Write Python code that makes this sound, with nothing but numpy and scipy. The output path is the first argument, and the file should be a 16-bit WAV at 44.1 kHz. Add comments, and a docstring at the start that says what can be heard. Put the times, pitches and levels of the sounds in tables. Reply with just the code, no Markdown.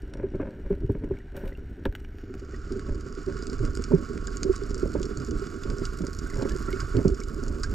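"""Sealed camera under water, among snapping shrimp

A sealed camera moves through the sea at night. Turbulence rumbles past as shaped noise, and water slosh
excites decaying modes of the housing, which rings low when knocked; bubbles are brief rising sines. Reef shrimp
snap as noise bursts, near and far, over a hiss. The sound starts on one dull microphone for both channels
and fades over to a brighter stereo pair."""
import sys
import numpy as np
from scipy import signal
from scipy.fft import rfft, irfft, next_fast_len
from scipy.io import wavfile
from scipy.ndimage import uniform_filter1d

SR = 44100
rng = np.random.default_rng(int(sys.argv[2]) if len(sys.argv) > 2 else 0)


def wav_out(sig):
    """Save sig, one row per channel (or a flat mono array), as 16-bit PCM at SR to the path in sys.argv[1]."""
    wavfile.write(sys.argv[1], SR, np.round(np.clip(np.atleast_2d(sig).T, -1, 1) * 32767).astype(np.int16))


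N = 341334
HZ = np.fft.rfftfreq(16384, 1 / SR)  # frequency grid for filter design


def gain_of(db):
    """Logarithmic level: decibels to amplitude gain."""
    return 10 ** (np.asarray(db) / 20)


def evened(x):
    """Normalisation to unit rms."""
    return x / np.sqrt(np.mean(x ** 2) + 1e-20)


def read_spectrum(points, hz):
    """Interpolation along log frequency: the columns of a spectrum table at hz."""
    f, *values = np.transpose(points)
    return [np.interp(np.log(hz + 1), np.log(f + 1), v) for v in values]


def follow(rows):
    """Linear interpolation in time: the columns of a curve table at every sample."""
    s, *values = np.transpose(rows)
    return [np.interp(np.arange(N) / SR, s, v) for v in values]


def add(mix, s, sound):
    """Superposition: adds a sound to the mix from time s."""
    part = mix[round(s * SR):][:len(sound)]
    part += sound[:len(part)]


def minimum_phase(gain):
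    """Minimum-phase principle: the Hilbert transform of log gain gives the phase; taps of energy 1."""
    log_gain = np.log(np.maximum(gain / gain.max(), 1e-5))
    circle = np.concatenate([log_gain, log_gain[-2:0:-1]])
    spectrum = np.exp(np.conj(signal.hilbert(circle)))
    taps = np.fft.ifft(spectrum).real[:4096]
    return taps / np.linalg.norm(taps)


def modal_response(modes, top_hz):
    """Modal superposition: decaying sines, muffled above top_hz by the water-loaded wall; energy 1."""
    t = np.arange(6000) / SR
    taps = np.zeros(6000)
    for hz, width, db in modes:
        taps += gain_of(db) * np.exp(-np.pi * width * t) * np.sin(2 * np.pi * hz * t)
    taps = signal.sosfilt(signal.butter(N=4, Wn=top_hz, fs=SR, output="sos"), taps)
    return taps / np.linalg.norm(taps)


def through(x, taps):
    """Linear filtering: convolution cut to the scene's length."""
    return signal.oaconvolve(x, taps)[:N]


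def lumps(per_s):
    """Random modulation: noise smoothed twice into a slow wander of rms 1."""
    span = round(SR / per_s)
    once = uniform_filter1d(rng.standard_normal(N), span)
    return evened(uniform_filter1d(once, span))


def humps(steady_db, column, rows, lag=0, slower=1):
    """Power addition: a steady level plus humps, straight-sided in dB, with heights from one column."""
    t = np.arange(N) / SR - lag
    power = gain_of(2 * steady_db)
    for row in rows:
        s, rise, fall = row[0], row[-2], row[-1]
        drop_db = 20 / slower * np.maximum((t - s) / fall, (s - t) / rise)
        power = power + gain_of(2 * (row[column] - drop_db))
    return 10 * np.log10(power)


# Spectrum of the turbulent rumble before levelling: f/Hz, level/dB per Hz
RUMBLE_SPECTRUM = [(8.8, -27.5), (15, 0), (31, 4.5), (75, -1.5), (119, -12), (160, -15.5), (210, -39.5),
                   (350, -120)]
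# Steady flow past the housing: t/s, rumble level/dB, slosh level/dB, upper gurgle level/dB
FLOW = [(0, -37, -42, -58), (.55, -40, -45, -58), (.85, -36, -42, -55), (1.0, -37, -41, -55),
        (1.22, -43, -49, -63), (1.6, -38, -46, -61), (2.07, -38, -46, -61), (2.3, -38, -44, -61),
        (2.8, -36.5, -43, -59), (3.15, -38, -39.5, -57), (3.5, -35.5, -38.5, -57), (4.0, -37, -39, -57),
        (4.6, -36, -38.5, -55), (5.07, -36, -37.5, -56), (5.56, -40, -38.5, -57), (6.2, -35, -39.5, -57),
        (6.6, -33.5, -38, -54), (6.92, -32, -39.5, -57), (7.2, -35, -40, -58.5), (7.74, -31.5, -38, -52)]
# Surges of water against the housing: peak t/s, rumble level/dB, slosh level/dB, upper gurgle level/dB,
# 20 dB rise t/s, 20 dB fall t/s (the rumble stretches both times)
SURGES = [(.235, -38, -34, -37, .16, .04), (.345, -33, -34, -40, .012, .06),
          (.402, -33, -33, -31, .006, .12), (.66, -31, -42, -44, .05, .05), (.71, -33, -24, -33, .03, .05),
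          (.82, -31, -27, -45, .03, .05), (.90, -31, -26, -46, .015, .04), (.96, -38, -38, -44, .05, .03),
          (1.035, -36, -32, -44, .02, .07), (1.112, -27, -30, -39, .015, .05),
          (1.35, -39, -33, -34, .02, .1), (1.44, -34, -32, -34, .012, .09),
          (1.857, -17, -28, -32, .008, .03), (2.72, -37, -29.5, -48, .02, 0.2186),
          (2.90, -23, -35.5, -41, .08, .06), (3.30, -30, -32, -42.5, .06, .06),
          (3.64, -27, -32, -46, .1, 0.1227), (3.80, -30, -32.5, -47, .06, 0.11),
          (3.925, -26, -24, -34, .025, 0.0976), (4.19, -32, -35.5, -52, .1, 0.0732),
          (4.49, -28, -22, -48, .1, .07), (4.71, -26, -34.5, -47, .08, .05),
          (4.845, -32, -23, -38, .03, .06), (4.955, -24, -29, -38, .012, 0.09),
          (5.19, -27, -36, -52, .1, 0.073), (5.34, -26, -31, -57.5, 0.11, .15),
          (5.68, -26, -32.5, -44, .09, 0.1166), (5.83, -30, -39.5, -55, .06, .1),
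          (6.05, -34, -33, -46, 0.234, .1), (6.42, -31, -31, -34, .1, .08),
          (6.52, -28, -33, -46, .08, 0.1745), (6.68, -32, -35, -42, .06, .06),
          (6.82, -22, -34, -47, 0.04, .05), (6.966, -26, -22, -33, .04, .1),
          (7.06, -15, -23, -45, .03, 0.0663), (7.50, -31, -32, -44, .2, .2),
          (7.73, -23, -35, -45, 0.1237, .08)]
RUMBLE_LAG_S, RUMBLE_SLOWER = .012, 1.3  # the rumble trails a surge and moves more slowly


def rumble():
    """Turbulent pressure fluctuation: low shaped noise on the housing that swells with the flow."""
    noise = through(rng.standard_normal(N), minimum_phase(gain_of(read_spectrum(RUMBLE_SPECTRUM, HZ)[0])))
    level_db = humps(follow(FLOW)[0], 1, SURGES, RUMBLE_LAG_S, RUMBLE_SLOWER)
    return gain_of(level_db) * evened(noise)


# Modes of the housing, the main one last: f/Hz, width/Hz, relative level/dB
HOUSING_MODES = [(157, 79, -11), (245.7, 40, -4.5), (308.5, 56.7, 3.5), (386.48, 38.83, 2)]
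# Modes of the upper gurgle: f/Hz, width/Hz, relative level/dB
GURGLE_MODES = [(550.6, 53.6, 1.5), (636, 220, -8), (886, 151, -4.5)]
# Fizz of small bubbles torn loose: f/Hz, width/Hz, relative level/dB
FIZZ_MODES = [(1028, 140, -5), (1563, 270, 2), (2150, 250, -9)]


def slosh():
    """Forced resonance: small slaps of water over a lumpy pressure keep the modes ringing."""
    _, steady_db, steady_upper_db = follow(FLOW)
    level_db = humps(steady_db, 2, SURGES)
    upper_db = humps(steady_upper_db, 3, SURGES)
    slaps = evened(rng.standard_normal(N) * (rng.random(N) < 90 / SR))  # about 90 a second
    pressure = rng.standard_normal(N) * gain_of(2.63 * lumps(46))
    drive = (0.5774 * pressure + 0.778 * slaps) * gain_of(-.5)
    low = through(drive * gain_of(level_db), modal_response(HOUSING_MODES, 588))
    fizz = through(drive * gain_of(upper_db - 13), modal_response(FIZZ_MODES, 2800))
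    gurgle = through(drive * gain_of(upper_db), modal_response(GURGLE_MODES, 952.5))
    return low + fizz + gurgle


# Swell of hiss and distant snaps: t/s, level/dB, extra level in the top part/dB
SWELL = [(0, 2, 5), (.35, 3.5, -7.5), (.55, 3, 3.5), (1.3, 3.5, -1.5), (1.6, 3.5, 3), (1.9, 1.5, 2),
         (2.1, 2, 7.5), (3.5, 0, 8.5), (5.3, .5, 12.5), (6.2, .5, 15.5), (6.6, 4, 14), (7.2, -1.5, 16),
         (7.74, -1, 14.5)]
# Short rustles in the hiss and distant snaps: peak t/s, level/dB, level in the top part/dB,
# 20 dB rise t/s, 20 dB fall t/s
RUSTLES = [(1.37, 16, 30, .025, .09), (1.46, 12, 26, .04, 0.07)]


def crackle():
    """Superposed random impulses: far snaps of varied size and hiss, in four uncoloured parts, low to top."""
    happens = rng.random(N) < 260 / SR  # about 260 snaps a second
    size = gain_of(3.3 * np.minimum(rng.exponential(1, N), 3.6)) * happens
    decay = np.exp(-np.arange(600) / SR / 0.00119)
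    grit = rng.standard_normal(N)
    far = []
    for _ in range(4):
        varied = size * gain_of(3.77 * rng.standard_normal(N))  # a chance colour for each snap
        far.append(evened(through(varied, decay) * grit))
    hiss = rng.standard_normal(N) * gain_of(1.704 * lumps(40))
    parts = gain_of([[.3], [-1], [-2.5], [-5.5]]) * hiss
    parts = parts + gain_of([[-9], [-4.5], [-2.5], [.3]]) * np.array(far)
    swell_db, extra_db = follow(SWELL)
    top_db = humps(swell_db + extra_db, 2, RUSTLES)
    swell_db = humps(swell_db, 1, RUSTLES)
    return parts * gain_of([swell_db, swell_db, swell_db, top_db])


# Near snaps before the port's colour: t/s, upper middle part's level/dB, then relative to it the
# low part's level/dB, lower middle part's level/dB and top part's level/dB; decay time constant t/s
NEAR_SNAPS = [(.0199, -53, -11, -15, -15, .0028), (.137, -43.5, 4.5, 1.5, -34, .0017),
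              (.1715, -54.5, -5, 4, -21, .0017), (.3551, -55, -2, -8.5, -39, .002),
              (.5072, -56, -7, -9, -24, .002), (.9203, -58, -9, -13, -2, .002),
              (1.187, -55.5, 11, -2, -16, .0016), (1.3661, -46, -12, -6, 2, .002),
              (1.4566, -58, 5, -5, -8.5, .002), (1.478, -52.5, 11, 11, -11, .0022),
              (1.5279, -64, 11, 12, -7, .002), (1.8537, -47, 27, 16, 2, .0028),
              (1.925, -58, 16.5, 9, 0, .0019), (1.9509, -48, 19, 11, 4, .0033),
              (2.0028, -56, 8, -6, -33, .002), (2.0479, -59.5, 20, 13, -22, .002),
              (2.1843, -56.5, 15, 3, -22, .002), (2.3402, -45, 9, -1, -27, .0012),
              (2.3956, -49, -6, -17, -35, .002), (2.7214, -34.5, -18, -25, -45, .0028),
              (2.7937, -35.5, 0, -14, -39, .002), (3.0077, -39, -8, -24, -24.5, .0025),
              (3.3235, -43, 11, -14, -32, .0018), (3.3684, -41, 6, -1, -33, .0025),
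              (3.4243, -36, -16, -6, -32, .0012), (3.4692, -32, -21, -5, -36, .0007),
              (3.4991, -35.5, -15, -14, -34, .001), (3.5305, -33, -1.5, -16, -36, .002),
              (3.5909, -40, 7, -23, -39, .0023), (3.6508, -35.5, 1, -9, -34, .0014),
              (3.7515, -28.5, -8, -28, -19, .0011), (3.772, -31, -3, -9, -29, .0011),
              (3.8219, -38, -17, -16, -35, .0018), (3.8393, -29, -12, -9, -45, .0033),
              (4.1766, -41, 8, 0, -27, .002), (4.2714, -30, -6, -8, -40, .0017),
              (4.3701, -27, -20, -22, -37, .0012), (4.4315, -20.5, -8, -10.5, -37, .0015),
              (4.5288, -35.5, -8, -18, -33, .0018), (4.5617, -31, -13, -20, -38, .002),
              (4.6355, -37, -6, -21.5, -35, .0016), (4.7059, -39, -13, -16, -29, .0022),
              (4.7443, -32, -4, -16, -26, .0017), (4.7792, -36.5, -15, -23, -37, .0017),
              (4.7967, -38.5, -5, -7, -33, .002), (4.9393, -35, -7, -19, -41, .0013),
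              (5.0167, -38, -5, -13, -23, .002), (5.0296, -29, -19, -8, -39, .0027),
              (5.0531, -33, -4, -21, -33, .0038), (5.1728, -30, -16, -27, -39, .0011),
              (5.2002, -39, -4, -25, -31, .0018), (5.2476, -36, -19, -25, -18, .0019),
              (5.2721, -37, -11, -19, -28, .0018), (5.3095, -34, -7, -12, -24, .0025),
              (5.3953, -39, -10, -19, -32.5, .002), (5.4693, -41, 0, 1, -26, .002),
              (5.6348, -37.5, -3, 2, -35, .0025), (5.7006, -34.5, 4, -5, -34, .0026),
              (5.7839, -35.5, -15, -13, -43, .0015), (5.8528, -25.5, -12, -7, -39, .0018),
              (6.0184, -37.5, -16, -13, -25, .0028), (6.0678, -30, -6, -30, -42, .0015),
              (6.1311, -36, -6, -27, -27, .0013), (6.1486, -36, -3, -22, -20, .0011),
              (6.188, -30.5, -14, -17, -23, .0047), (6.3002, -39, -13, -23, -11, .0022),
              (6.3426, -39, -1, -22, -27, .002), (6.421, -35, -8, -1, -34, .0045),
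              (6.4938, -30.5, -8, -9, -25, .002), (6.5626, -36.5, -11, -23, -32, .0016),
              (6.7283, -36.5, -11, 1.5, -34, .0012), (6.8021, -28, -3, -9, -35, .006),
              (6.9682, -35.5, .5, 0, -28, .0013), (7.0805, -29, -15, -15, -30, .002),
              (7.1448, -37, -16, -23, -39, .0022), (7.2022, -33, -9.5, -18, -33, .0016),
              (7.2366, -37.5, -11, -6, -42, .002), (7.2845, -37.5, -18, -29, -15, .0015),
              (7.4357, -36, -12, -23, -20, .0028), (7.4806, -33.5, -7, -17, -32, .0038),
              (7.6332, -21.5, -4, -13, -35, .006)]


def near_snaps():
    """Impulsive radiation and reflection: decaying bursts with a reef tail, in four parts, low to top."""
    parts, t = np.zeros((4, N)), np.arange(1500) / SR
    rough = rng.standard_normal((len(NEAR_SNAPS), 1500))
    for (s, db, low_db, lower_middle_db, top_db, length), noise in zip(NEAR_SNAPS, rough):
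        burst = noise * (np.exp(-t / max(length, .0003)) + .06 * np.exp(-t / .008))
        burst = burst + .2 * np.roll(burst, 420) * (t > 420 / SR)  # an echo off the reef
        burst /= np.linalg.norm(burst)
        for part, part_db in zip(parts, (low_db, lower_middle_db, 0, top_db)):
            add(part, s, gain_of(db + part_db) * burst)
    return parts


# A swarm of bubbles, one row: start t/s, end t/s, central level/dB, low f/Hz, high f/Hz, central t60/s
SWARM = (6.25, 6.95, -43, 1050, 2100, .022)


def swarm(count=45):
    """Random superposition: rows for bubbles of chance time, level, pitch and decay."""
    start, end, db, low_hz, high_hz, t60 = SWARM
    rows = []
    for a, b, c, d in rng.random((count, 4)):
        pitch_hz = low_hz * (high_hz / low_hz) ** c
        rows.append((start + a * (end - start), db + 8 * (b - .5), pitch_hz, t60 * (.5 + d)))
    return rows


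# Single small bubbles: t/s, level before decay/dB, starting f/Hz, t60/s
BUBBLES = [(1.17, -43, 2200, 0.0238), (1.203, -43.5, 1873, 0.027), (1.523, -43, 1966, 0.037),
           (1.551, -46.5, 2720, 0.04), (2.542, -42.5, 1865, 0.055), (4.28, -32.5, 1547, 0.0354),
           (6.263, -34, 1453, 0.06), (6.335, -42, 1998, 0.054), (6.51, -36.5, 1680, 0.061),
           (6.683, -31.5, 1352, 0.0706), (6.719, -34, 1471, .04), (6.728, -33, 2135, 0.044),
           (6.814, -36, 1500, 0.081), (7.215, -40.5, 2205, 0.0395), (7.643, -29.5, 1553, .05)]


def bubbles():
    """Volume resonance: each bubble rings once as a decaying sine, rising a little in pitch."""
    out, t = np.zeros(N), np.arange(3000) / SR
    onset = 1 - np.exp(-t / 0.00034)
    for s, db, hz, t60 in BUBBLES + swarm():
        tone = np.sin(2 * np.pi * hz * (t + 1.6 * t ** 2))
        add(out, s, gain_of(db - 60 * t / t60) * onset * tone)
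    return out


# Knocks on the housing: t/s, main mode's peak level/dB, gulp level relative to it/dB, gulp f/Hz,
# upper gurgle level relative to it/dB, rise time constant t/s
KNOCKS = [(.239, -20, -37, 258, -30, .0066), (.338, -33, -5, 200, -6, .003),
          (.348, -27.5, -11, 186, -32, .0069), (.398, -27, 0, 278, 4, .004),
          (.706, -16.5, -7, 182, -20, .008), (.822, -31, -5, 258, -40, .015),
          (.843, -31, 8, 124, -31, .0041), (.896, -18, -1, 109, -16, .0049),
          (1.11, -19.5, -7, 148, -14, .0043), (1.437, -30, -5, 200, -4, .003),
          (1.857, -27, 2, 290, 6, .004), (2.298, -32.5, -5.5, 256, -21, .024),
          (2.42, -35, -12, 250, -14, .008), (2.534, -33.5, -8, 242, -14, .008),
          (2.714, -24.5, -12, 256, -27, .0095), (2.758, -27, -25, 229, -34, .014),
          (2.949, -30, -26, 110, -25, .02), (3.062, -30.5, -3.5, 109, -10, .0057),
          (3.175, -29, -11, 267, -36, .0043), (3.273, -26.5, -8, 240, -33, .017),
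          (3.357, -30, -3, 136, -28, .0039), (3.393, -31.5, -22, 135, -19, .0054),
          (3.529, -31.5, -2, 278, -24, .008), (3.605, -26.5, 1.5, 113, -27, .012),
          (3.908, -24.5, 1, 249, -30, .022), (3.917, -26, -19, 200, 2, .003),
          (3.934, -10.5, -3, 167.5, -40, .013), (4.106, -29.5, -2, 233, -25, .005),
          (4.45, -21, -30, 269, -37, .022), (4.496, -13, -33, 269, -31, .01),
          (4.62, -26.5, -21, 110, -32, .0047), (4.743, -31, -12, 111, -19, .017),
          (4.832, -16, -16, 144, -32, .0029), (4.855, -29, -8, 200, 1, .003),
          (4.952, -20, -30, 263, -4, .0029), (5.006, -24.5, -21, 144, -25, .0049),
          (5.044, -28.5, -7, 138, -26, .0061), (5.11, -29, -3, 216, -27, .0037),
          (5.285, -27.5, -4, 238, -30, .0058), (5.42, -28.5, -25, 148, -23, .01),
          (5.654, -27.5, -19, 109, -14, .0065), (5.725, -31.5, -5, 109, -12, .014),
          (6.007, -40.5, 15, 179, -21, .022), (6.381, -30, 2.5, 110, -3, .0091),
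          (6.394, -34, -8, 200, 1, .003), (6.412, -32, -8, 200, 2, .003), (6.426, -24, -6, 274, -2, .003),
          (6.455, -22, -9, 221, -9, .0029), (6.525, -31.5, -3.5, 151, -24, .0053),
          (6.551, -29.5, -9, 145, -11, .012), (6.734, -22.5, -24, 262, -36, .008),
          (6.951, -28, 6, 107, -18, .007), (6.968, -18.5, 0, 113, -22, .008),
          (7.051, -12, -3, 180, -18, .0072), (7.118, -25, -18, 129.5, -31, .022),
          (7.216, -33, -27, 110, -28, .0064), (7.384, -33, -5, 145, -24, .014)]
SPLASH_S = .0025  # time to the envelope peak is half of this


def knocks():
    """Transient excitation: a soft push swells main mode and trapped-air gulp; its rough start rings the gurgle."""
    out, t = np.zeros(N), np.arange(4000) / SR
    rough, turns = rng.standard_normal((len(KNOCKS), 1500)), rng.random((len(KNOCKS), 3))
    upper = modal_response(GURGLE_MODES, 1390)
    main_hz, main_width, _ = HOUSING_MODES[-1]
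    main_decay = np.exp(-np.pi * 1.3 * main_width * t)
    u = t[:1500] / SPLASH_S
    for (s, db, gulp_db, gulp_hz, upper_db, rise), noise, (a, b, c) in zip(KNOCKS, rough, turns):
        swell = (1 - np.exp(-t / max(rise, .001))) ** 2
        hz = main_hz * (1 + 0.0727 * (c - .5))  # slightly detuned at each knock
        main = swell * main_decay * np.sin(2 * np.pi * (hz * t + a))
        gulp = swell * np.exp(-t / 0.01026) * np.sin(2 * np.pi * (gulp_hz * t + b))
        splash = signal.oaconvolve(noise * u * np.exp(-2 * u), upper)
        # the slow swells start 3 ms ahead of the splash
        for ring, part_db, early in ((main, 0, .003), (gulp, gulp_db, .003), (splash, upper_db, 0)):
            add(out, s - early, gain_of(db + part_db) * ring / abs(ring).max())
    return out


def microphone(slope, peaks, far, snaps, far_db, dip_db):
    """Spectral colouring: waterborne sound takes one port's slope, shifted by dip_db, and its resonances."""
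    power = gain_of(2 * (read_spectrum(slope, HZ)[0] + dip_db))
    for hz, width, db in peaks:
        power = power + gain_of(2 * db) / (1 + (2 * (HZ - hz) / width) ** 2) ** 2
    # share of power above each crossover; neighbours differ by one part's band
    above = [1, *(1 / (1 + (hz / (HZ + 1)) ** 16) for hz in (2300, 4200, 10300)), 0]
    out = np.zeros(N)
    for lower, upper, distant, near in zip(above, above[1:], far, snaps):
        part = power * abs(lower - upper)
        colour = np.sqrt(part)
        part_gain = np.sqrt(part.sum() / power.sum())
        out += gain_of(far_db) * part_gain * through(distant, minimum_phase(colour))
        # near snaps are brighter and flatter
        out += gain_of(13.5) * through(near, minimum_phase(colour ** 0.962 * HZ ** 0.26))
    return out


# Left port against right: f/Hz, level/dB, phase lead/rad
LEFT_PORT = [(110, -4, 0.13), (150, -5, 0.49), (550, -7.5, 1), (830, -4, 0.96), (950, -2, .7),
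             (1090, -15.5, 0.9), (1330, -9, 0.86), (1900, -2, 0.47), (2650, -7.5, .5), (3500, -5, 0.42),
             (7000, 0, 0.15), (11630, 3, .1), (14000, -55, .1)]
# Spectrum of each port's own noise before levelling: f/Hz, level/dB
OWN_NOISE = [(500, -14.5), (800, -9.5), (1500, -42.5), (3000, -6), (7000, -17), (10000, -1.5), (13000, 2),
             (15500, -11.5)]


def spread(mid):
    """Interchannel level and phase difference: left is altered against right; each port adds its own noise."""
    size = next_fast_len(N)
    db, ahead = read_spectrum(LEFT_PORT, np.fft.rfftfreq(size, 1 / SR))
    left = gain_of(db) * np.exp(1j * ahead)
    right = 2 * rfft(mid, size) / (1 + left)  # the two ports still average to mid
    taps = minimum_phase(gain_of(read_spectrum(OWN_NOISE, HZ)[0]))
    own = np.array([through(rng.standard_normal(N), taps) for _ in "lr"])
    return irfft([left * right, right], size)[:, :N] + gain_of(-81.0) * own


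# Slopes of the dull microphone and of the pair, before a common shift: f/Hz, level/dB per Hz
DULL_SLOPE = [(410, -22), (700, 0.5), (1130, -11.5), (1490, 3), (2610, -13), (2890, -13.5), (4690, -23),
              (5620, -28), (6160, -28), (8420, -25), (9970, -36.5), (10800, -53.5), (12400, -27),
              (15700, -68.5)]
PAIR_SLOPE = [(410, -59), (700, -0.5), (851, -18.5), (1090, -2), (1320, 11), (1760, -4), (2570, -11.5),
              (3710, -18.5), (4750, -7.5), (6000, -11.5), (6930, -4), (9720, -33.5), (12100, -45.5),
              (15700, -64)]
# Resonances of the dull microphone and of the pair: f/Hz, width/Hz, level/dB
DULL_PEAKS = [(1513, 170, -2.5), (2898, 120, -8.5), (5634, 310, -16), (6712, 91, -18.5),
              (13800, 4400, -35.5)]
PAIR_PEAKS = [(1115.9, 65.9, 11), (1420, 192, 11), (2237, 58, -10.5), (2908, 180, -8), (3497, 120, -9.5),
              (3889, 81, -10.5), (4418, 186, -6.5), (4924, 100, -0.5), (5512, 280, -4.5), (6910, 410, -16),
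              (8035, 240, -14), (11816, 660, -31.5)]
DULL_FAR_DB, PAIR_FAR_DB = -65, -49.5  # gain of hiss and distant snaps
# Crossfade from dull microphone to pair: t/s, share of the pair (0 to 1)
FADE = [(2.07, 0.0032), (2.3, 0.151), (2.6, 0.474), (3, 0.579), (3.4, 0.956), (3.7, 0.995)]


def scene():
    """Superposition: both pick-ups hear the housing alike and the water each in its own colour."""
    body = rumble() + slosh() + knocks() + bubbles()
    far, snaps = crackle(), near_snaps()
    dull = body + microphone(DULL_SLOPE, DULL_PEAKS, far, snaps, DULL_FAR_DB, -1.8)
    high_pass = signal.firwin(255, 12500, fs=SR, pass_zero=False)
    top = signal.oaconvolve(dull, high_pass, "same")
    dull = dull + 0.98 * np.array([-top, top])  # only the very top leans right
    pair = spread(body + microphone(PAIR_SLOPE, PAIR_PEAKS, far, snaps, PAIR_FAR_DB, -0.92))
    share = np.clip(follow(FADE)[0], 0, 1)
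    return (1 - share) * dull + share * pair


EDGE_HZ = 15850


def record(dry):
    """Band limitation: a linear-phase low-pass at EDGE_HZ."""
    low_pass = signal.firwin(511, EDGE_HZ, window=("kaiser", 9), fs=SR)
    return signal.oaconvolve(dry, low_pass[None], "same")


dry = scene()
out = record(dry)
wav_out(out)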